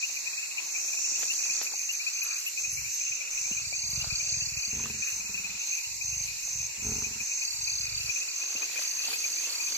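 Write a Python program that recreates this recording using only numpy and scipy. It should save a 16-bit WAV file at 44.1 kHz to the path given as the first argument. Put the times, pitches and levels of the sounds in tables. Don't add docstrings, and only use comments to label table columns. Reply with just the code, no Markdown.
import sys
import numpy as np
from scipy import signal
from scipy.fft import rfft, irfft
from scipy.io import wavfile
from scipy.ndimage import uniform_filter1d

SR = 44100
rng = np.random.default_rng(int(sys.argv[2]) if len(sys.argv) > 2 else 0)


def convert_level_to_amplitude(level_db):
    exponent = np.asarray(level_db, float) / 20
    return 10 ** exponent


def output_pcm(signal):
    pcm = np.clip(np.atleast_2d(signal).T, -1, 1) * 32767
    wavfile.write(sys.argv[1], SR, np.round(pcm).astype(np.int16))


N = 430857
T = np.arange(N) / SR
HZ = np.fft.rfftfreq(N, 1 / SR)
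FIRST_CUT_S, SECOND_CUT_S = 2.58, 8.125


def level(x, db):
    return x * convert_level_to_amplitude(db) / np.sqrt(np.mean(x ** 2))


def curve(rows):
    s, db = np.transpose(rows)
    return np.interp(T, s, db, left=-120, right=-120)


def bouts(rows, fade_s):
    gain = sum(convert_level_to_amplitude(db) * ((T >= start) & (T < end)) for start, end, db in rows)
    return uniform_filter1d(gain, size=int(fade_s * SR))


def walk(rate):
    k = int(SR / rate)
    steps = np.repeat(rng.standard_normal(N // k + 1), k)
    return 1.7 * uniform_filter1d(uniform_filter1d(steps, k), k)[:N]


def add(out, s, x):
    i = max(int(s * SR), 0)
    out[..., i:i + x.shape[-1]] += x[..., :N - i]


def place(x, pan_db, size):
    return np.array([x * convert_level_to_amplitude(pan_db / 2), np.roll(x, size) * convert_level_to_amplitude(-pan_db / 2)])


def chirp(hz, shape):
    return shape * np.sin(2 * np.pi * np.cumsum(hz) / SR)


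def band(x, low_hz, high_hz):
    return signal.sosfilt(signal.butter(4, [low_hz, high_hz], "band", fs=SR, output="sos"), x)


def throat(flow, modes):
    out = 0
    for hz, width, db in modes:
        b, a = signal.iirpeak(hz, hz / width, fs=SR)
        out = out + convert_level_to_amplitude(db) * signal.lfilter(b, a, signal.lfilter(b, a, flow))
    return out


def haze(spectrum, alike_hz, flicker_db, rate):
    hz, db = np.transpose(spectrum)
    octave = np.log2(HZ + 1)
    colour = convert_level_to_amplitude(np.interp(octave, np.log2(hz), db, left=-120, right=-120))
    mid, side = rfft(rng.standard_normal((2, N))) * colour
    both = mid + np.minimum(HZ / alike_hz, 1) * side * np.array([[1], [-1]])
    out = 0
    for centre in np.arange(np.log2(hz[0]), np.log2(hz[-1]) + .5, .5):
        part = irfft(both * np.clip(1 - 2 * abs(octave - centre), 0, 1), N)
        out = out + part * convert_level_to_amplitude(flicker_db * walk(rate))
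    return out


# start in seconds, peak level in dB, pitch in Hz.
LOW_FROGS = [(0.0246, -30, 2508), (0.2678, -32, 2514), (0.3735, -33, 2570), (0.5775, -32, 2473),
             (1.494, -31, 2490), (1.9968, -36, 2420), (2.0632, -30, 2540), (2.2143, -33, 2520),
             (2.5717, -32.5, 2550), (2.6399, -34, 2510), (3.118, -33, 2515), (3.372, -34.5, 2580),
             (3.5688, -34, 2470), (3.7242, -33.5, 2430), (4.1025, -33, 2490), (4.567, -36, 2610),
             (4.7092, -35.5, 2614), (5.0206, -32.5, 2510), (6.0082, -33.5, 2500), (7.0381, -35, 2480),
             (7.2, -35, 2480), (7.4145, -34, 2510), (7.673, -34, 2460), (8.094, -28.5, 2525),
             (8.1585, -32, 2540), (8.6178, -33.5, 2532), (8.765, -34, 2454), (9.2378, -32.5, 2430),
             (9.5971, -34, 2492), (9.6699, -37.5, 2520)]
# start in seconds, peak level in dB, pitch in Hz.
HIGH_VOICES = [(0.034, -33.5, 2740), (0.571, -33.5, 2735), (1.042, -33.5, 2660), (1.15, -34, 2700),
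               (1.299, -29.5, 2730), (1.889, -29, 2740), (2.4633, -29.5, 2715), (3.0634, -36, 2670),
               (3.513, -35, 2750), (3.9965, -35, 2760), (4.405, -35.5, 2672), (4.835, -36, 2656),
               (5.34, -32, 2620), (8.557, -32.5, 2690), (9.0363, -34, 2700)]
# start in seconds, peak level in dB, pitch in Hz.
FARTHER_FROGS = [(0.162, -35, 2430), (0.3287, -35, 2530), (0.426, -33, 2610), (0.7467, -33, 2420),
                 (0.833, -45, 2450), (0.8799, -33.5, 2540), (0.9262, -34.5, 2480), (0.9685, -35, 2580),
                 (1.3867, -34.5, 2490), (1.434, -31, 2580), (1.5703, -39, 2480), (1.6637, -30.5, 2530),
                 (1.7908, -37, 2510), (2.1475, -38, 2450), (2.3057, -35, 2460), (2.3555, -36, 2456),
                 (2.772, -33.5, 2340), (2.8424, -36, 2380), (3.0008, -38, 2420), (3.2056, -33, 2420),
                 (3.4394, -35, 2380), (3.64, -39.5, 2380), (3.8242, -39, 2420), (4.1977, -32.5, 2420),
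                 (4.2546, -43, 2420), (4.333, -35, 2445), (4.6298, -34, 2480), (4.8963, -35.5, 2550),
                 (5.0699, -32, 2536), (5.119, -37, 2530), (5.2016, -35.5, 2475), (5.2545, -39, 2564),
                 (5.3727, -32, 2550), (5.4408, -32.5, 2540), (5.4979, -40, 2470), (5.6281, -43, 2370),
                 (5.676, -41, 2590), (5.7174, -35, 2500), (5.772, -35.5, 2520), (5.8396, -32.5, 2720),
                 (6.131, -35.5, 2700), (6.2778, -37, 2450), (6.5992, -39, 2484), (6.6932, -43, 2480),
                 (6.8023, -38, 2525), (6.9174, -39, 2570), (7.1292, -40, 2720), (7.3152, -32.5, 2506),
                 (7.7316, -44, 2560), (7.864, -37, 2480), (8.0032, -36, 2670), (8.2162, -36.5, 2620),
                 (8.2756, -36, 2490), (8.413, -34.5, 2566), (8.6797, -39, 2380), (9.1323, -32, 2506),
                 (9.3636, -38, 2383), (9.4444, -33.5, 2710), (9.749, -37, 2382)]


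def frogs(calls):
    out = np.zeros(N)
    for (s, db, hz), (longer, flutter) in zip(calls, rng.random((len(calls), 2))):
        u = np.linspace(0, 1, int(SR * .028 * (.75 + .5 * longer)))
        shape = np.minimum(u / .12, 1) * (1 - u ** 3)
        shape = shape * (1 - .25 * flutter * (1 + np.cos(2 * np.pi * 3 * u)))
        rise = 1 + .125 * (u ** 0.745 - .5)
        add(out, s, convert_level_to_amplitude(db + 3.5) * chirp(hz * rise, shape))
    return out


def crowd():
    spread, lowest = [N / SR, 6, 320], [0, -48.5, 2400]  # s, dB, Hz
    left, ahead = rng.random((2, 170, 3)) * spread + lowest
    return place(frogs(left), 7.9, size=8) + place(frogs(ahead), 0.5, size=5)


# start in seconds, end in seconds, level in dB.
BUZZ_BURSTS = [(0.029, 0.213, -41), (0.644, 0.92, -39.5), (0.998, 1.325, -42), (1.338, 1.576, -36.5),
               (1.734, 1.997, -37), (2.129, 2.406, -36), (2.577, 2.763, -35), (2.894, 3.178, -36),
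               (3.308, 3.624, -36), (3.74, 4.025, -37), (4.149, 4.435, -35), (4.57, 4.85, -36),
               (4.984, 5.205, -35.5), (5.591, 5.79, -35.5), (6.018, 6.26, -35.5), (6.429, 6.67, -35.5),
               (6.828, 7.074, -35), (7.214, 7.47, -34.5), (7.615, 7.861, -35.5), (8.105, 8.212, -35.5),
               (8.341, 8.663, -36.5), (8.774, 9.071, -36), (9.18, 9.477, -35.5), (9.605, 9.8, -35.5)]
# multiple of the tooth rate, level in dB.
WING_OVERTONES = [(42, -14), (43, -4), (44, -3), (45, 0), (46, -0.5), (47, -6), (48, -15)]


def bush_cricket():
    since = sum((T - a) * ((T > a - .02) & (T < b + .02)) for a, b, _ in BUZZ_BURSTS)
    stroke = 2 * np.pi * (51 * since + .08 * walk(12) - .25)
    stroke_db = 5
    teeth = 2 * np.pi * np.cumsum(139.8 * (1 + .0022 * walk(25))) / SR
    clean = 0
    for k, db in WING_OVERTONES:
        throb_db = stroke_db * np.cos(stroke + .3 * (k - 45))
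        clean = clean + convert_level_to_amplitude(db + 1.5 * walk(40) + throb_db) * np.cos(k * teeth + .8 * (k - 45) ** 2)
    ragged = band(rng.standard_normal(N), 5920, 6595) * convert_level_to_amplitude(stroke_db * np.cos(stroke))
    gate = 0
    for start, end, db in BUZZ_BURSTS:
        swell_db = ((T - start) / 0.4 - .5).clip(-1, 1)
        gate = gate + convert_level_to_amplitude(db + swell_db) * ((T > start) & (T < end))
    return level(level(clean, 0) + level(ragged, -6), 0.5) * uniform_filter1d(gate, size=600)


# time in seconds, level in dB.
SWARM_LEVEL = [
    (0, -40),
    (.5, -47.5),
    (.8, -38.5),
    (1.3, -37),
    (1.6, -36),
    (1.7, -42.5),
    (9.4, -42),
    (9.77, -43),
]


def swarm():
    colour = [(5200, -18.0), (5900, -8), (6500, -12), (7200, -7.5), (7900, -28.0), (8500, -23.0)]  # Hz, dB
    rasp = haze(colour, 6000, 1.1, 14)
    throb = convert_level_to_amplitude(1.6 * np.sin(2 * np.pi * np.cumsum(73 * (1 + 0.0312 * walk(4.5))) / SR))
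    return level(rasp * throb, 2.87) * convert_level_to_amplitude(curve(SWARM_LEVEL) + 1.8 * walk(4))


# time in seconds, level in dB.
SHRILL_LEVEL = [
    (0, -51.5),
    (2.95, -50),
    (3.05, -52.5),
    (8.6, -51),
    (8.75, -48.5),
    (9.77, -47.5),
]


def shrill():
    colour = [(8300, -7), (9300, -9), (10500, -3.5), (11600, 0.5), (13500, -2), (14600, -4), (15500, -7)]
    hiss = haze(colour, 6000, 1.0, 16)
    fresh_s = np.where(T < FIRST_CUT_S, 1.2, 5.64)
    faded = (T - fresh_s) / .585 % 1
    throb_db = 5 * uniform_filter1d(.5 - faded, size=2500) * np.where(T < SECOND_CUT_S, 1, .3)
    return level(hiss, 0.48) * convert_level_to_amplitude(curve(SHRILL_LEVEL) + throb_db)


# frequency in Hz, level in dB per Hz.
FAR_SPECTRUM = [(1500, -50), (1900, -17), (2220, -10), (2540, -5.5), (2860, -12), (3050, -24), (3500, -21),
                (4260, -6.5), (4920, -11), (6230, -5), (7510, -3.5), (8300, -20), (9000, -45)]


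def far_chorus():
    return level(haze(FAR_SPECTRUM, 3000, 1.3, 8), -38)


# (frequency in Hz, level in dB per Hz).
LOW_AIR = [
    (0, 2.58, -58, [(15, -54), (25, -37), (90, -18), (384, -22), (534, -15), (909, -10.5), (1390, -12), (2000, -9), (2600, -45), (4400, -120)]),
    (2.58, 8.125, -57.5, [(15, -39), (25, 7.5), (65, -4), (266, -12.5), (554, -7), (757, -9), (926, -2.5), (1050, -7), (1610, -5.5), (2000, -6.5), (2600, -58), (4400, -120)]),
    (8.125, 9.78, -54.5, [(15, -36), (25, -9), (112, -8.5), (338, -9), (814, -16), (909, -5.5), (1520, -4.5), (2000, -0.5), (2600, -24), (4400, -120)]),
]


def air():
    out = 0
    for start, end, db, colour in LOW_AIR:
        gate = uniform_filter1d(1. * ((T >= start) & (T < end)), size=200)
        out = out + level(haze(colour, 630, 3.28, 7.6), db) * gate
    return out


# start in seconds, end in seconds, level in dB.
GRASS_MOVES = [
    (0, 0.62, -62),
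    (.6, 1.69, -58),
    (1.78, 2.63, -64.5),
    (2.58, 8.3, -64.5),
    (8.12, 8.4, -63.5),
    (8.4, 9.8, -56.5),
]
# time in seconds, peak level in dB, thud pitch in Hz, left minus right in dB.
STEM_SNAPS = [(0.097, -48.5, 760, 5), (1.12, -53, 210, 0.5), (1.191, -52, 820, 6), (1.5, -54, 199, -2),
              (7.021, -45, 1200, 0.5), (8.7, -68, 175, 0.5), (1.231, -33.5, 1830, -12),
              (1.615, -35.5, 2160, -16), (1.721, -47, 1200, -20), (1.738, -40, 720, -7),
              (2.666, -51, 615, -2.0), (3.511, -39.5, 223, 0), (3.725, -44, 655, -3),
              (4.043, -36.5, 784, -1), (4.797, -42, 895, -2), (4.858, -34.5, 1230, -1),
              (8.084, -45, 1225, 3), (8.439, -43, 1470, 6), (8.552, -42, 212, 0), (8.628, -40, 1210, 5),
              (8.792, -38, 1637, 3), (8.818, -39, 1460, -1), (9.04, -56, 1490, 18), (9.084, -36.5, 753, 1),
              (9.131, -38, 1500, 6), (9.472, -39, 1390, 1), (9.724, -40.5, 1576, -2)]
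# time in seconds, peak level in dB, pitch in Hz, left minus right in dB.
PAW_CRACKLES = [(3.479, -49, 541, -0.5), (3.599, -45, 880, 0.0), (6.479, -44, 719, 0.0),
                (8.399, -45, 1910, -2), (8.519, -48, 1920, 2), (8.739, -40, 1967, 0.0),
                (8.759, -36, 1676, -1.0), (8.839, -48, 1320, 0.0), (9.006, -47, 1700, 1.5),
                (9.115, -37.5, 1160, -0.5), (9.226, -45, 1400, 0.5), (9.438, -41, 1940, -1.0),
                (9.531, -43, 1462, -1)]


def grass():
    struck = rng.random((2, N)) < 1500 / SR
    size = convert_level_to_amplitude(2.8 * rng.exponential(size=(2, N)).clip(0, 5))
    grains = struck * size * rng.standard_normal((2, N))
    grains = grains + 2.14 * grains[::-1]
    rustle_s = 0.069
    rustles = [(s - rustle_s / 2, s + rustle_s / 2, db - 22.5) for s, db, _, _ in STEM_SNAPS]
    stir = bouts(GRASS_MOVES + rustles, 0.058) * convert_level_to_amplitude(1.23 * walk(5.5))
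    out = level(band(grains, 269, 5070), 2.7) * stir
    t = np.arange(900) / SR
    snaps = STEM_SNAPS + [(s, db - 3.5, hz, pan_db) for s, db, hz, pan_db in PAW_CRACKLES]
    noises = rng.standard_normal((len(snaps), 2, 900)) + 14 * (t == 0)
    for (s, db, hz, pan_db), noise in zip(snaps, noises):
        crack = .6 * min(hz / 800, 1) ** 2 * band(noise[0] * np.exp(-t / .0022), 300, 4500)
        thud = throat(noise[1] * np.exp(-t / .006), [(hz, .8 * hz, 0), (.4 * hz, .3 * hz, -3)])
        thud = band(1.3 * thud / abs(thud).max(), 90, 6000)
        add(out, s, place(convert_level_to_amplitude(db) * (thud + crack), pan_db, size=0))
    return out


# time of the lowest note in seconds, peak level in dB,
# lowest frequency in Hz, level of the falling sweep in dB.
BAT_CALLS = [
    (.93, -52, 11800, -8),
    (1.2, -44, 11700, -16),
    (1.33, -46, 11200, -8),
    (1.64, -41, 11400, -10),
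    (1.93, -42, 11400, -14),
    (2.24, -39, 11600, -16),
    (2.482, -39, 11500, -8),
    (2.73, -42, 11100, -16),
    (2.95, -45, 11400, -6),
    (3.91, -48, 12800, -8),
]


def bat():
    out, t = np.zeros(N), np.arange(-.034, .01, 1 / SR)
    for s, db, hz, sweep_db in BAT_CALLS:
        shape_db = [-40, sweep_db - 4, sweep_db, 0, 0, -30]
        shape = convert_level_to_amplitude(np.interp(t, [-.034, -.03, -.012, -.005, .006, .01], shape_db))
        call = convert_level_to_amplitude(db) * chirp(hz + 150000 * np.maximum(-.007 - t, 0), shape)
        add(out, s - .034, call)
        add(out, s - .017, convert_level_to_amplitude(-11) * call)
        add(out, s - .003, convert_level_to_amplitude(-13) * call)
    return out


# start in seconds, end in seconds, level in dB.
TRILL_BOUTS = [
    (1.07, 2.45, -47.5),
    (3.62, 4.69, -42),
    (5.75, 6.4, -51),
    (7.4, 8.1, -42.5),
    (8.2, 8.8, -47),
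    (8.8, 9.8, -42),
]


def cricket():
    rate_hz = 35.6 * (1 + 0.01 * walk(2.5))
    syllable = np.clip(1.5 * np.sin(2 * np.pi * np.cumsum(rate_hz) / SR), 0, 1)
    rough = 1 + .15 * walk(200)
    tone_hz = 4525 * (1 + 0.002 * walk(8) + .0015 * walk(90))
    trill = bouts(TRILL_BOUTS, 0.067) * convert_level_to_amplitude(11.0 + 1.55 * walk(18)) * chirp(tone_hz, syllable * rough)
    on = np.clip(3 * np.sin(2 * np.pi * 5.2 * (T - 7.37)) + .3, 0, 1)
    neighbour = chirp(4156 + 0 * T, (T > 1.95) * on * (1 + 0.46 * walk(150)))
    return trill + convert_level_to_amplitude(-55 + 2.5 * walk(0.96)) * neighbour


# start in seconds, strongest moment in seconds, end in seconds,
# peak level in dB, sag by the end in dB.
CAT_BREATHS = [(2.61, 2.74, 2.86, -55, 1), (3.09, 3.11, 3.13, -57, 4), (3.39, 3.56, 3.82, -55, 3),
               (3.83, 3.97, 4.13, -43.5, 3), (4.16, 4.33, 4.57, -48.5, 4), (4.668, 4.77, 5.0, -41, 11),
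               (5.1, 5.29, 5.56, -47.5, 8), (5.86, 6.17, 6.36, -52, 12), (6.45, 6.56, 6.68, -56, 3),
               (6.78, 6.88, 7.22, -43.5, 8), (7.442, 7.6, 7.72, -59, 0), (7.68, 7.83, 8.12, -48.5, 2)]


def effort():
    rest_db = -68
    tracks = [curve([(FIRST_CUT_S, rest_db), (SECOND_CUT_S, rest_db)])]
    for start, top, end, db, sag_db in CAT_BREATHS:
        tracks.append(curve([(start - .08, rest_db), (start, db - 11), (top, db),
                             (end, db - sag_db), (end + .05, rest_db)]))
    return convert_level_to_amplitude(np.max(tracks, axis=0) * np.where(T < SECOND_CUT_S, 1, 2))


def swaying(flow, modes):
    up = np.clip(.5 + .45 * walk(7), 0, 1)
    sway = .1 * np.minimum(150 / np.array(modes)[:, 0], 1) ** .5
    out = 0
    for share, side in ((up, 1), (1 - up, -1)):
        moved = [(hz * (1 + side * k), width, db) for (hz, width, db), k in zip(modes, sway)]
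        out = out + throat(flow * np.sqrt(share), moved)
    return out


PURR, RASP, SNARL, TEAR = (.25, .015, .03), (.4, .06, .02), (.27, .012, .87), (.65, .09, .90)
# first beat in seconds, end in seconds,
# rate at start in Hz, rate at end in Hz, manner.
THROAT_BEATS = [(2.625, 2.89, 21.5, 21, RASP), (3.1, 3.12, 21, 21, RASP), (3.404, 3.83, 19, 19, RASP),
                (3.841, 4.1, 24.3, 19, PURR), (4.118, 4.59, 20.3, 20.1, PURR), (4.677, 4.71, 19, 19, SNARL),
                (4.729, 4.85, 27, 33, TEAR), (4.857, 5.02, 24.5, 16.5, SNARL), (5.12, 5.18, 21, 21, RASP),
                (5.195, 5.57, 20.4, 19.2, SNARL), (5.865, 6.03, 23, 23, RASP), (6.04, 6.29, 25, 24.5, PURR),
                (6.31, 6.39, 23, 23, RASP), (6.45, 6.69, 21, 21, RASP), (6.779, 6.84, 23, 23, SNARL),
                (6.848, 6.96, 29, 28, TEAR), (6.98, 7.23, 24.2, 18.3, SNARL), (7.45, 7.78, 24, 24, RASP),
                (7.795, 8.11, 25.5, 23, PURR)]
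# frequency in Hz, width in Hz, level in dB.
SHUT_THROAT = [(67, 36, 3), (104, 50, 2.5), (168, 50, -9), (560, 60, -8.5)]
# frequency in Hz, width in Hz, level in dB.
OPEN_THROAT = [(66, 42, 1), (105, 60, -4), (198, 44, 2), (422, 55, -2), (752, 64, -8), (943, 100, -7),
               (1450, 500, -14)]


def cat():
    slaps, mouth, leak = np.zeros((3, N))
    for start, end, hz0, hz1, (half, uneven, opening) in THROAT_BEATS:
        ready = int((start - .03) * SR)
        mouth[ready:] = opening
        leak[ready:] = .25 + 4 * uneven
        s = start
        for a, b, c in rng.standard_normal((40, 3)):
            period = (1 + uneven * a) / np.interp(s, [start, end], [hz0, hz1])
            slaps[int(s * SR)] -= convert_level_to_amplitude((1.2 + 5 * uneven) * b)
            if s + period > end:
                break
            slaps[int((s + period * (.45 + .09 * b)) * SR)] -= half * convert_level_to_amplitude(3 * c)
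            s += period
    pulses = np.convolve(slaps, np.exp(-np.arange(400) / 30.))[:N]
    breath = effort()
    flow = level(pulses, 5.8) + leak * level(rng.standard_normal(N), 1.5)
    flow = flow * breath * convert_level_to_amplitude(1.5 * walk(14))
    strain = np.minimum(breath / convert_level_to_amplitude(-47), 1)
    kick = convert_level_to_amplitude(-15) * band(level(pulses, 4.6) * breath * mouth, 55, 250)
    tick = convert_level_to_amplitude(-34) * band(level(slaps, 0) * breath * mouth * strain, 300, 1700)
    inward = flow * (1 - mouth)
    shut = band(swaying(inward, SHUT_THROAT[:2]), 18, 190) + swaying(inward * strain ** .7, SHUT_THROAT[2:])
    outward = flow * mouth
    opened = swaying(outward, OPEN_THROAT[:3]) + throat(outward * strain, OPEN_THROAT[3:])
    voice = band(opened + kick + tick - shut, 24, 2800)
    return convert_level_to_amplitude(-2.0) * voice * uniform_filter1d(1. 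* (T < SECOND_CUT_S), size=200)


# start in seconds, end in seconds, level in dB.
TOAD_DRONES = [
    (5.15, 6.0, -67),
    (6.0, 6.9, -75),
    (6.95, 7.8, -66.5),
]


def toad():
    return level(throat(rng.standard_normal(N), [(905, 55, 0)]), 0) * bouts(TOAD_DRONES, .1)


# start in seconds, end in seconds, level in dB.
LEAF_SWISHES = [
    (8.71, 8.84, -47.5),
    (9.02, 9.16, -46.5),
    (9.2, 9.3, -53),
    (9.4, 9.56, -46.5),
    (9.68, 9.8, -50),
]


def leaves():
    ticks = convert_level_to_amplitude(3.0 * rng.exponential(size=(2, N)).clip(0, 4)) * rng.standard_normal((2, N))
    swish = level(band(ticks, 2800, 4900), 0.1) + level(band(ticks, 8000, 15000), -0.76)
    return swish * bouts(LEAF_SWISHES, 0.02) * convert_level_to_amplitude(2.5 * walk(25))


def bushes(x, t60):
    t = np.arange(int(.3 * SR)) / SR
    echo = rng.standard_normal((2, len(t))) * np.exp(-np.log(1000) * t / t60)
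    return signal.fftconvolve(x[None], echo / np.sqrt(np.sum(echo[0] ** 2)), axes=1)[:, :N]


def scene():
    frog, buzz = frogs(LOW_FROGS + HIGH_VOICES), bush_cricket()
    trill, hunter = cricket(), convert_level_to_amplitude(2.5) * bat()
    bank = crowd() + place(convert_level_to_amplitude(-1.5) * frogs(FARTHER_FROGS), 5.3, size=8)
    near = place(frog, 7.35, size=8) + bank + place(buzz, -2.2, size=0)
    near = near + place(trill, 1.0, size=4) + place(hunter, -1.2, size=0)
    echoed = convert_level_to_amplitude(-8) * (frog + bank[0]) + convert_level_to_amplitude(-8) * buzz + convert_level_to_amplitude(-9) * trill + convert_level_to_amplitude(-12) * hunter
    wet = bushes(echoed, .12)
    chorus = (swarm() + shrill() + far_chorus()) * convert_level_to_amplitude(np.array([[-.6], [.6]]))
    return near + wet + cat() + grass() + leaves() + toad() + air() + chorus


# frequency in Hz, share of the time muted 0-1.
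MUTED_SHARE = [(900, 0), (1500, .03), (2000, 0), (2800, 0), (3000, .55), (3250, .6), (3600, .3), (3900, 0),
               (8100, 0), (8600, .85), (9300, .93), (9900, .7), (10700, .01), (14000, .005), (14700, .45),
               (15300, .92)]


def starve(x):
    hz, _, z = signal.stft(x, SR, nperseg=2048)
    centres = hz[4:1024:8]
    power = (abs(z[:, :1024]) ** 2).sum(0).reshape(128, 8, -1).mean(1)
    power = uniform_filter1d(power, size=2, axis=1)
    valley = np.exp(-((centres[:, None] - 3300) / 500) ** 2)
    busy = np.linspace(0, N / SR, power.shape[1]) > SECOND_CUT_S + .2
    chance_db = valley * (5 * rng.standard_normal(power.shape) + 20 * busy)
    power = power / uniform_filter1d(power, size=40, axis=1) ** valley * convert_level_to_amplitude(chance_db)
    share = np.interp(centres, *np.transpose(MUTED_SHARE))
    keep = power >= np.array([[np.quantile(p, q)] for p, q in zip(power, share)])
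    z[:, :1024] *= np.repeat(keep, 8, axis=0)
    return signal.istft(z * (hz < 15480)[:, None], SR)[1][:, :N]


def low_pass(x):
    return signal.sosfilt(signal.butter(12, 15840, fs=SR, output="sos"), x)


def record(dry):
    return low_pass(starve(dry))


dry = scene()
out = record(dry)
output_pcm(out)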